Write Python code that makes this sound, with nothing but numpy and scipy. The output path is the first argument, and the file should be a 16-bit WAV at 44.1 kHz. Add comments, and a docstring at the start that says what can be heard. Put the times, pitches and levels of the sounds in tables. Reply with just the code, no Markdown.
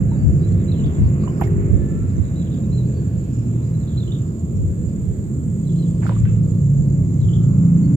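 """The bank of an overgrown pond in an open field, with a pair of microphones, the left one covered.
Wind rolls over each port as bursts of low noise, above far traffic made of wavering noise bands.
One engine slows down and another drones, both as overtones of their firing rate. Gliding bubbles and
bursts of spray plop twice among the water plants; small birds twitter in swept tones.
On the right cicadas whine as throbbing bands of clicks; faint whines and leaf hiss fill the rest."""
import sys
import numpy as np
from scipy import signal
from scipy.fft import rfft, irfft
from scipy.io import wavfile
from scipy.ndimage import uniform_filter1d

SR = 44100
rng = np.random.default_rng(int(sys.argv[2]) if len(sys.argv) > 2 else 0)


def how_loud(loudness_db):
    """Turn decibels into a plain amplitude multiplier (0 dB gives 1, 20 dB gives 10)."""
    steps = np.asarray(loudness_db, float) / 20
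    return 10 ** steps


def store_pcm(level_fs):
    """Save levels as 16-bit WAV."""
    pcm = np.round(np.clip(level_fs, -1, 1) * 32767).astype(np.int16)
    wavfile.write(sys.argv[1], SR, np.atleast_2d(pcm).T)


N = 351036
T = np.arange(N) / SR
PORT_LAG = 13  # samples by which the right microphone hears the road later


def noise():
    """White noise as long as the scene, with rms near 1."""
    return rng.standard_normal(N)


def curves(table):
    """Columns of a table joined by straight lines in time."""
    s, *columns = np.transpose(table)
    return [np.interp(T, s, c) for c in columns]


def band(x, hz, width_hz):
    """Bell-shaped band of x, scaled to rms 1."""
    f = np.arange(len(x) // 2 + 1) * SR / len(x)
    y = irfft(rfft(x) * np.exp(-2 * ((f - hz) / width_hz) ** 2), len(x))
    return y / np.sqrt(np.mean(y ** 2))


def walk(rate):
    """Random levels held 1 / rate s and slewed twice; spread near 1."""
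    k = int(SR / rate)
    held = np.repeat(rng.standard_normal(N // k + 1), k)
    return uniform_filter1d(uniform_filter1d(held, k), k)[:N] * 4 / 3


def place(x, pan_db, lag=0):
    """Share x between the microphones; the right one hears it lag samples late."""
    late = x[np.clip(np.arange(N) - int(lag), 0, N - 1)]
    return np.array([x * how_loud(pan_db / 2), late * how_loud(-pan_db / 2)])


def scatter(x, t60, db):
    """Blurred echo from plants and bank, different at each microphone."""
    t = T[:SR // 3]
    tails = rng.standard_normal((2, len(t))) * how_loud(db - 60 * t / t60) * (t > .005)
    return np.array([signal.fftconvolve(x, tail)[:N] for tail in tails])


# gusting wind at both ports, swelling and sinking: (time [s], relative level [dB])
WIND_LEVEL = [(0, -24), (1.35, -35.5), (1.8, -24), (2.6, -43), (4.35, -47.5), (4.8, -36), (5.3, -34.5),
              (6, -44.5), (6.4, -34.5), (7.96, -31.5)]
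# colour of wind at a port: (centre [Hz], width [Hz], relative level [dB])
WIND_COLOUR = [(38.7, 17, -13), (64, 44, -4), (91, 42, -0.5), (135, 102, -6), (257, 230, -18.5)]
# single eddies that thump the ports:
# (middle [s], length [s], relative level at the louder port [dB], left minus right [dB])
EDDIES = [(0.265, 0.048, -5.5, 18), (0.538, 0.024, -13.5, -1.5), (0.854, 0.019, -14, 8),
          (1.03, 0.061, -10, 2), (1.563, 0.049, -16.5, -31), (1.733, 0.03, -3.5, -18),
          (2.19, 0.027, -11.5, -12), (2.718, 0.022, -19.5, -12), (4.08, 0.038, -24, -13),
          (4.605, 0.12, -19, -2), (4.874, 0.02, -17.5, -19), (6.252, 0.055, -12, 15),
          (6.391, 0.053, -21, -10), (6.796, 0.039, -15, -25), (7.239, 0.053, -16, 14)]


def wind():
    """Eddies roll over each port on their own, so the two sides thump apart."""
    flow = np.array([sum(how_loud(db) * band(noise(), f, w) for f, w, db in WIND_COLOUR) for _ in range(4)])
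    gusting, thumping = flow[:2], flow[2:]
    flutter_db = 5.5 * np.array([walk(8.7), walk(13.0)])
    out = gusting * how_loud(curves(WIND_LEVEL)[0] + flutter_db)
    for s, length, db, pan_db in EDDIES:
        shape = np.exp(-2 * ((T - s) / length) ** 2)
        thump = thumping * shape
        size = np.sqrt(np.sum(thump ** 2, axis=1) / np.sum(shape ** 2))
        port_db = db + np.minimum([pan_db, -pan_db], 0)
        out += thump * (how_loud(port_db) / size)[:, None]
    return out


def engine(table, exhaust, wobble):
    """Overtones of the firing rate, each as loud as the exhaust passes its pitch; the air makes each waver."""
    hz, level_db, tilt_db = curves(table)
    phase = 2 * np.pi * np.cumsum(hz * (1 + wobble * walk(5.))) / SR
    pipe_hz, pipe_db = np.transpose(exhaust)
    out = 0
    for k in range(2, 14):
        exhaust_db = np.interp(np.log(k * hz), np.log(pipe_hz), pipe_db)
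        bright_db = tilt_db * np.log2(k * hz / 140)  # brightness tilts the overtones around 140 Hz
        level = how_loud(level_db + exhaust_db + bright_db + 3.3 * walk(5.))
        out = out + level * np.sin(k * phase + 2 * np.pi * rng.random())
    return place(np.sqrt(2) * out, -1.2, PORT_LAG)


# a vehicle that slows down:
# (time [s], mean firing rate [Hz], relative level [dB], brightness [dB per octave])
SLOWING_COURSE = [(0.0, 49.64, -23, -2), (0.8, 49.73, -25, 2.5), (1.2, 49.8, -34, 12),
                  (1.8, 50.07, -29.5, 10.5), (2.1, 47.59, -26, -4.5), (3.0, 41.18, -25, -2.5),
                  (3.6, 38.95, -25, 2), (4.0, 38.97, -27.5, -8), (4.5, 37.66, -48.5, 18),
                  (6.0, 37.64, -29, 3), (6.4, 36.54, -23.5, -6.5), (7.2, 34.09, -27.5, 1),
                  (7.6, 32.71, -23.5, -2), (7.96, 31.19, -22.5, -1.5)]
# what its exhaust passes: (frequency [Hz], relative level [dB])
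SLOWING_PIPE = [(65, -19.5), (90, -7.5), (110, 1), (140, 0.5), (170, -12), (200, -9), (250, -20),
                (350, -19), (420, -34.5), (650, -53.5)]


def slowing_engine():
    """The firing rate sinks, so all overtones slide down together through the fixed exhaust colour."""
    return engine(SLOWING_COURSE, SLOWING_PIPE, wobble=0.002014)


# an engine at steady speed that draws nearer:
# (time [s], mean firing rate [Hz], relative level [dB], brightness [dB per octave])
DRONING_COURSE = [(0, 28.4, -28, 1.5), (1.2, 28.52, -29.5, 0), (1.8, 28.5, -44.5, -3),
                  (2.6, 28.55, -30.5, 1), (3.5, 28.16, -40.5, 0.5), (4.3, 28.06, -35, 5),
                  (5.3, 28.3, -35, -6), (6.0, 28.34, -26.5, -1.5), (6.6, 28.2, -26, -0.5),
                  (7.0, 28.23, -21.5, -3), (7.6, 28.32, -20, 5.5), (7.96, 28.37, -20.5, 6)]
# what its exhaust passes: (frequency [Hz], relative level [dB])
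DRONING_PIPE = [(85, -27), (113, -8), (141, -2), (170, 0), (198, -12), (226, -19), (283, -20.5), (370, -39)]


def droning_engine():
    """The firing rate hardly moves, so the overtones nearly stand still while their level changes."""
    return engine(DRONING_COURSE, DRONING_PIPE, wobble=0.00203)


# bubbles: (time [s], relative level [dB], start [Hz], end [Hz], time to fall 60 dB [s])
POND_BUBBLES = [(0.117, -35.5, 903, 933, 0.088), (1.236, -36, 1090, 1300, 0.067),
                (1.276, -26, 1015, 1100, 0.031), (1.279, -41, 2870, 3200, 0.044),
                (1.474, -34.5, 1780, 2100, 0.026), (1.397, -35, 1210, 960, 0.065),
                (1.413, -18.5, 850, 696, 0.037), (1.42, -18.5, 730, 620, 0.039),
                (1.414, -26.5, 894, 880, 0.057), (1.418, -38, 2186, 2390, 0.07),
                (1.436, -39, 2180, 2070, .07), (6.054, -30, 500, 1660, 0.0394),
                (6.0655, -22, 1530, 1040, 0.017), (6.0935, -17, 1280, 595, 0.011),
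                (6.096, -26, 539, 500, 0.053), (6.103, -35, 567.9, 1190, 0.1),
                (6.117, -30.5, 993, 900, 0.046), (6.164, -34, 1150, 1200, 0.037),
                (6.254, -40, 1478, 1708, 0.074), (6.271, -47, 2650, 2580, 0.2)]
# spray: (time [s], relative level [dB], centre [Hz], width [Hz], time to fall 60 dB [s])
POND_SPRAY = [(1.384, -55, 10900, 9200, 0.1), (1.408, -37.5, 12700, 2500, .05),
              (1.415, -49.5, 12000, 5000, .2), (1.408, -44.5, 7000, 9000, .03),
              (1.47, -55.5, 13000, 2970, 0.13), (1.411, -28, 1090, 1599, 0.12),
              (1.4114, -41.5, 2500, 1100, 0.17), (1.434, -46, 5000, 5000, 0.13),
              (6.04, -56, 4840, 1200, .25), (6.02, -39, 1200, 1900, 0.43), (6.063, -48.5, 3480, 3976, 0.25),
              (6.092, -35, 2500, 3000, 0.025), (6.1, -47.5, 1800, 3000, 0.73),
              (6.069, -55.5, 12000, 7940, 0.28), (6.251, -47, 1800, 2200, 0.5)]


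def water():
    """A bubble glides in pitch as its shape and depth change, and dies away; spray is a burst of fading noise."""
    bubbles, spray, t = np.zeros(N), np.zeros((2, N)), T[:SR // 3]
    for s, db, start, end, t60 in POND_BUBBLES:
        hz = end + (start - end) * np.exp(-3 * t / t60)
        level = how_loud(db - 60 * t / t60) * np.clip(t / 0.0006, 0, 1)
        i = int(s * SR)
        bubbles[i:i + len(t)] += level * np.sin(2 * np.pi * np.cumsum(hz) / SR)
    for s, db, hz, width_hz, t60 in POND_SPRAY:
        level = how_loud(db - 60 * t / t60) * np.clip(t / 0.0029, 0, 1)
        i = int(s * SR)
        for ch in range(2):
            # grains of 64 samples, a few far louder than the rest
            grain_db = 1.7 * rng.exponential(size=len(t) // 64 + 1).repeat(64)[:len(t)]
            drops = rng.standard_normal(len(t)) * how_loud(grain_db)
            spray[ch, i:i + len(t)] += band(drops, hz, width_hz) * level
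    spray_sides = how_loud(np.array([[-3], [2.5]]))
    return place(bubbles, -9.5, -2) + spray * spray_sides + scatter(bubbles, t60=.15, db=-31)


# arched whistles: (time [s], length [s], top before the scoop is taken off [Hz], fall [Hz], relative level [dB])
BIRD_WHISTLES = [(0.069, 0.098, 3980, 246, -58), (0.078, .03, 4500, 199.5, -64),
                 (0.15, .115, 4620, 55, -62), (0.39, 0.058, 4750, 296.5, -58),
                 (0.407, .075, 3930, -130, -51), (0.677, 0.032, 4020, 56, -41.5),
                 (0.75, 0.043, 4070, -3, -55), (2.163, 0.01, 6220, 84, -46),
                 (2.356, 0.082, 3970, 107, -49.5), (2.63, 0.022, 3880, 298, -54.5),
                 (2.712, .115, 4130, 419.5, -46.5), (2.81, 0.055, 4130, 0, -60),
                 (2.855, .035, 4500, 252, -57), (2.932, 0.091, 4550, 171, -55),
                 (3.628, 0.014, 4028, 99, -53), (3.735, .04, 4040, 249, -56), (3.969, 0.023, 4086, -4, -43),
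                 (4.062, .035, 4040, 0, -54), (4.56, 0.03, 5760, -3, -56), (5.655, 0.039, 4030, 117, -57),
                 (5.705, 0.022, 4070, 199, -57), (5.758, 0.1, 4170, 486, -49), (5.805, .04, 4600, 2, -63),
                 (7.827, 0.045, 4432, -1.5, -57.5), (7.918, 0.052, 4560, 99, -57)]
# single steep chirps: (time [s], start [Hz], end [Hz], relative level [dB])
BIRD_CHIRPS = [(0.52, 4350, 4070, -50), (0.595, 4060, 3630, -54), (0.715, 4320, 3530, -40),
               (0.738, 3710, 2900, -49), (0.758, 3290, 2820, -51), (0.79, 3130, 2750, -43),
               (0.798, 4140, 3600, -51), (0.835, 2900, 3850, -43), (0.857, 3950, 2800, -44),
               (0.86, 4750, 4350, -49), (2.395, 4100, 3500, -46.5), (2.418, 3750, 3200, -48.5),
               (5.688, 3860, 3098, -49), (5.785, 3310, 2920, -50), (5.812, 3300, 2790, -53),
               (3.908, 3680, 3350, -49), (2.462, 3900, 2800, -48), (2.28, 4100, 3700, -55),
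               (5.743, 3280, 2750, -50), (2.508, 3200, 4300, -50), (2.525, 3800, 3500, -44),
               (2.538, 3840, 3000, -46), (2.54, 4890, 4600, -52), (3.81, 4230, 3950, -55),
               (3.83, 4130, 3910, -53), (3.878, 4300, 3400, -51), (3.935, 4250, 3740, -54),
               (3.946, 3470, 2850, -50), (3.998, 4210, 3400, -40), (4.028, 3700, 3400, -38),
               (4.074, 2800, 3350, -39), (4.085, 3280, 2800, -45), (4.118, 3370, 3900, -39),
               (4.13, 3080, 3320, -43), (4.147, 3900, 2980, -42.5), (7.19, 4300, 3950, -52),
               (7.213, 4210, 3630, -47.5), (7.232, 4000, 2950, -49.5), (7.285, 3360, 2835, -40),
               (7.33, 2940, 3720, -35.5), (7.355, 3780, 2810, -42)]
# hurried twitter of fainter, mostly falling chirps:
# (time [s], length [s], highest start [Hz], guide for the low end [Hz], relative level of the loudest [dB])
BIRD_CHATTER = [(0.447, .2, 4300, 3380, -54), (0.724, .24, 4300, 2720, -49), (2.031, 0.36, 4370, 3698, -58),
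                (2.386, .2, 4430, 3290, -55), (3.798, .17, 4530, 3360, -51.5),
                (4.014, 0.19, 3880, 2730, -54.5), (5.641, .3, 4390, 2800, -53.5),
                (7.2, 0.24, 4170, 2890, -56)]


def chatter():
    """Runs of 80 chirps a second at random moments and pitches; three in ten sweep up."""
    chirps = []
    for s, length, top, bottom, db in BIRD_CHATTER:
        for when, low, fall, soft, turn in rng.random((int(length * 80), 5)):
            start = bottom + (top - bottom) * (1 - 0.17 * when - 0.65 * low)
            end = max(start - 300 - 800 * fall, bottom - 300)
            if turn < .3:
                start, end = end, start
            chirps.append((s + when * length, start, end, db - 8 * soft))
    return chirps


def birds():
    """Whistles scoop up and droop; chirps sweep straight and fast, singly or in hurried runs."""
    notes, out = [], np.zeros(N + SR)
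    for s, start, end, db in list(BIRD_CHIRPS) + chatter():
        length = .005 + abs(start - end) / 95000  # seconds; wider sweeps last longer
        notes.append((s, db, np.linspace(start, end, int(length * SR))))
    for s, length, top, fall, db in BIRD_WHISTLES:
        t = T[:int(length * SR)]
        droop = np.clip((t / length - .25) / .75, 0, 1) ** 2  # begins a quarter of the way in
        scoop_hz = 4500 * length * np.exp(-t / .007)  # deeper into long notes
        notes.append((s, db, top - fall * droop - scoop_hz))
    for s, db, hz in notes:
        i = int(s * SR)
        shape = np.sin(np.linspace(0, np.pi, len(hz))) ** .6
        out[i:i + len(hz)] += how_loud(db) * shape * np.sin(2 * np.pi * np.cumsum(hz) / SR)
    out = out[:N] * how_loud(2.8 * walk(160.))  # moving air roughens the notes on their way
    return place(out, -7, -4) * how_loud(-3.5) + scatter(out, t60=.28, db=-34.5)


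# groups of cicadas, each with its own steady throb: (rate [throbs per s], a throb's peak [s], relative depth [dB])
CICADA_GROUPS = [(6.7, .068, 1.44), (6.145, .147, 1.06), (7.065, .099, .84), (6.31, .02, .76)]
# ringing of their bodies: (centre [Hz], width [Hz], relative level [dB])
CICADA_RING = [(7120, 250, -60), (7160, 606, -52.5), (7760, 1700, -64)]
# a second, higher insect: (time [s], relative level [dB])
HIGH_INSECT_LEVEL = [(4.3, -77.5), (4.7, -63), (5.8, -58), (6.21, -57), (6.24, -78.5)]
# ringing of its body: (centre [Hz], width [Hz], relative level [dB])
HIGH_INSECT_RING = [(8050, 570, 1), (7620, 300, -2.5)]


def cicadas():
    """Dense clicks ring the insects' bodies; the groups drift in and out of step, so the throb deepens and fades."""
    throb_db = sum(db * np.cos(2 * np.pi * rate * (T - peak)) for rate, peak, db in CICADA_GROUPS)
    clicks = noise() * how_loud(1.3 * walk(120.))
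    ring = sum(how_loud(db) * band(clicks, f, w) for f, w, db in CICADA_RING)
    joins = np.clip((T - 6.42) / .3, 0, 1)  # one deeper voice joins late
    ring = ring + how_loud(-58.5) * band(clicks, 6920, 380) * joins
    chorus = ring * how_loud(1.09 * throb_db + 0.07 * T)  # the chorus swells by 0.07 dB per s
    high = sum(how_loud(db) * band(noise(), f, w) for f, w, db in HIGH_INSECT_RING)
    high = high * how_loud(curves(HIGH_INSECT_LEVEL)[0])
    return np.array([np.zeros(N), chorus + high])


# two faint whines: (middle [s], length [s], centre [Hz], relative level [dB])
FAINT_WHINES = [(1.86, .4, 1745, -57), (1.98, .36, 1350, -57)]


def whines():
    """Bands of noise 60 Hz wide that swell and fade, a little louder on the right."""
    out = 0
    for s, length, f, db in FAINT_WHINES:
        swell = np.exp(-8 * ((T - s) / length) ** 2)
        out = out + band(noise(), f, 60) * how_loud(db) * swell
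    return place(out, -1.0)


# swell of the far road, added to its colour: (time [s], relative rumble level [dB], relative hiss level [dB])
ROAD_SWELL = [(0.0, -28.5, -62), (1.51, -27.5, -57), (2.26, -29.5, -63.5), (3.5, -30.5, -63.5),
              (4.48, -31, -67), (7.32, -30, -66.5), (7.6, -31.5, -63), (7.96, -33, -65.5)]
# colour of far traffic:
# (frequency [Hz], relative level [dB], likeness of the two microphones [0-1], left minus right [dB])
ROAD_COLOUR = [(39.8, -18.5, .9, -1), (59, -8, 1, 1.4), (107.5, 1, 1, -2), (177, 1, 0.98, -2),
               (268.5, -9, 0.89, -2), (500, -15.5, 0.84, -0.2), (610, -17, .78, -2.5),
               (800, -20.5, 0.4, -2), (1170, -17, 0.9, -4), (1650, -20, 0.49, -1.5), (2560, -25.5, 0, -1)]


def far_traffic():
    """Noise in third-octave bands: part reaches both microphones alike, every band wavers alone."""
    rumble_db, road_db = curves(ROAD_SWELL)
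    hz, *columns = np.transpose(ROAD_COLOUR)
    out = 0
    for f in 40 * 2 ** (np.arange(19) / 3):
        db, like, pan = (np.interp(np.log(f), np.log(hz), c) for c in columns)
        like = np.clip(like, 0, 1)
        high = np.clip(np.log2(f / 450) / 0.97, 0, 1)  # 0 follows the rumble, 1 the road hiss
        swell_db = high * (road_db + 22.5) + (1 - high) * (rumble_db + 1)
        waver_db = 1.5 * walk(6.) + 1.5 * high * walk(2.5)
        shared, left, right = (band(noise(), f, f / 4) for _ in range(3))
        apart = np.array([left * how_loud(pan / 2), right * how_loud(-pan / 2)])
        pair = np.sqrt(like) * place(shared, pan, PORT_LAG) + np.sqrt(1 - like) * apart
        out = out + pair * how_loud(db + swell_db + waver_db)
    return out


# still hiss of leaves and of the microphones: (frequency [Hz], relative left level [dB], relative right level [dB])
STILL_HISS = [(2000, -76, -78), (3200, -70, -68.5), (4600, -74, -67.5), (5500, -76.5, -71),
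              (7300, -87.5, -56), (8360, -78, -62), (9600, -74.5, -71), (12500, -66.5, -68),
              (16000, -68, -68)]
# brief swells of hiss on the right, mostly stirred leaves: (middle [s], length [s], centre [Hz], level [dB])
LEAF_SWELLS = [(1.23, 0.088, 4260, -54), (1.36, .28, 5100, -60), (1.4, .1, 4900, -61),
               (3.4, 0.28, 5500, -61), (4.9, 0.087, 4860, -63), (6.9, 0.18, 4850, -67),
               (1.6, 0.49, 2000, -51.5), (2.12, .12, 4750, -64), (3.68, .12, 4720, -63),
               (1.06, 0.088, 4400, -57.5)]


def hiss():
    """Noise unrelated in the two microphones; leaves stir now and then."""
    hz, *sides = np.transpose(STILL_HISS)
    breeze = walk(4.5)
    out = np.zeros((2, N))
    for f in 2000 * 2 ** (np.arange(19) / 6):
        stir_db = (1.5 * breeze + 1.8 * walk(9.)) * (f < 6500)
        for ch, side_db in enumerate(sides):
            db = np.interp(np.log(f), np.log(hz), side_db) - 3.5
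            out[ch] += band(noise(), f, f / 8) * how_loud(db + stir_db)
    for s, length, f, db in LEAF_SWELLS:
        swell = np.exp(-2 * ((T - s) / length * 2) ** 2)
        out[1] += band(noise(), f, 1100) * how_loud(db) * swell
    return out


def scene():
    """Everything around the pond; the left microphone is covered and loses the treble of near sounds."""
    near = birds() + water()
    cover = signal.butter(4, 4300, fs=SR, output="sos")  # low-pass at 4300 Hz
    near[0] = signal.sosfilt(cover, near[0])
    road = slowing_engine() + droning_engine() + far_traffic()
    return wind() + road + near + cicadas() + whines() + hiss()


def low_pass(x):
    """Removes everything above the highest recorded frequency."""
    return signal.sosfilt(signal.butter(12, 15390, fs=SR, output="sos"), x)


def record(dry):
    """The input stage cuts the deepest bass, the tallest thumps touch its ceiling, and both ends fade."""
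    ceiling, fade_s = .97, .008
    cut = signal.sosfilt(signal.butter(4, 40, "high", fs=SR, output="sos"), dry)
    limited = ceiling * np.tanh(np.sinh(cut / ceiling))  # nearly straight, then bends over at the ceiling
    fade = np.sin(np.clip(np.minimum(T, T[-1] - T) / fade_s, 0, 1) * np.pi / 2) ** 2
    return low_pass(fade * limited)


dry = scene()
out = record(dry)
store_pcm(out)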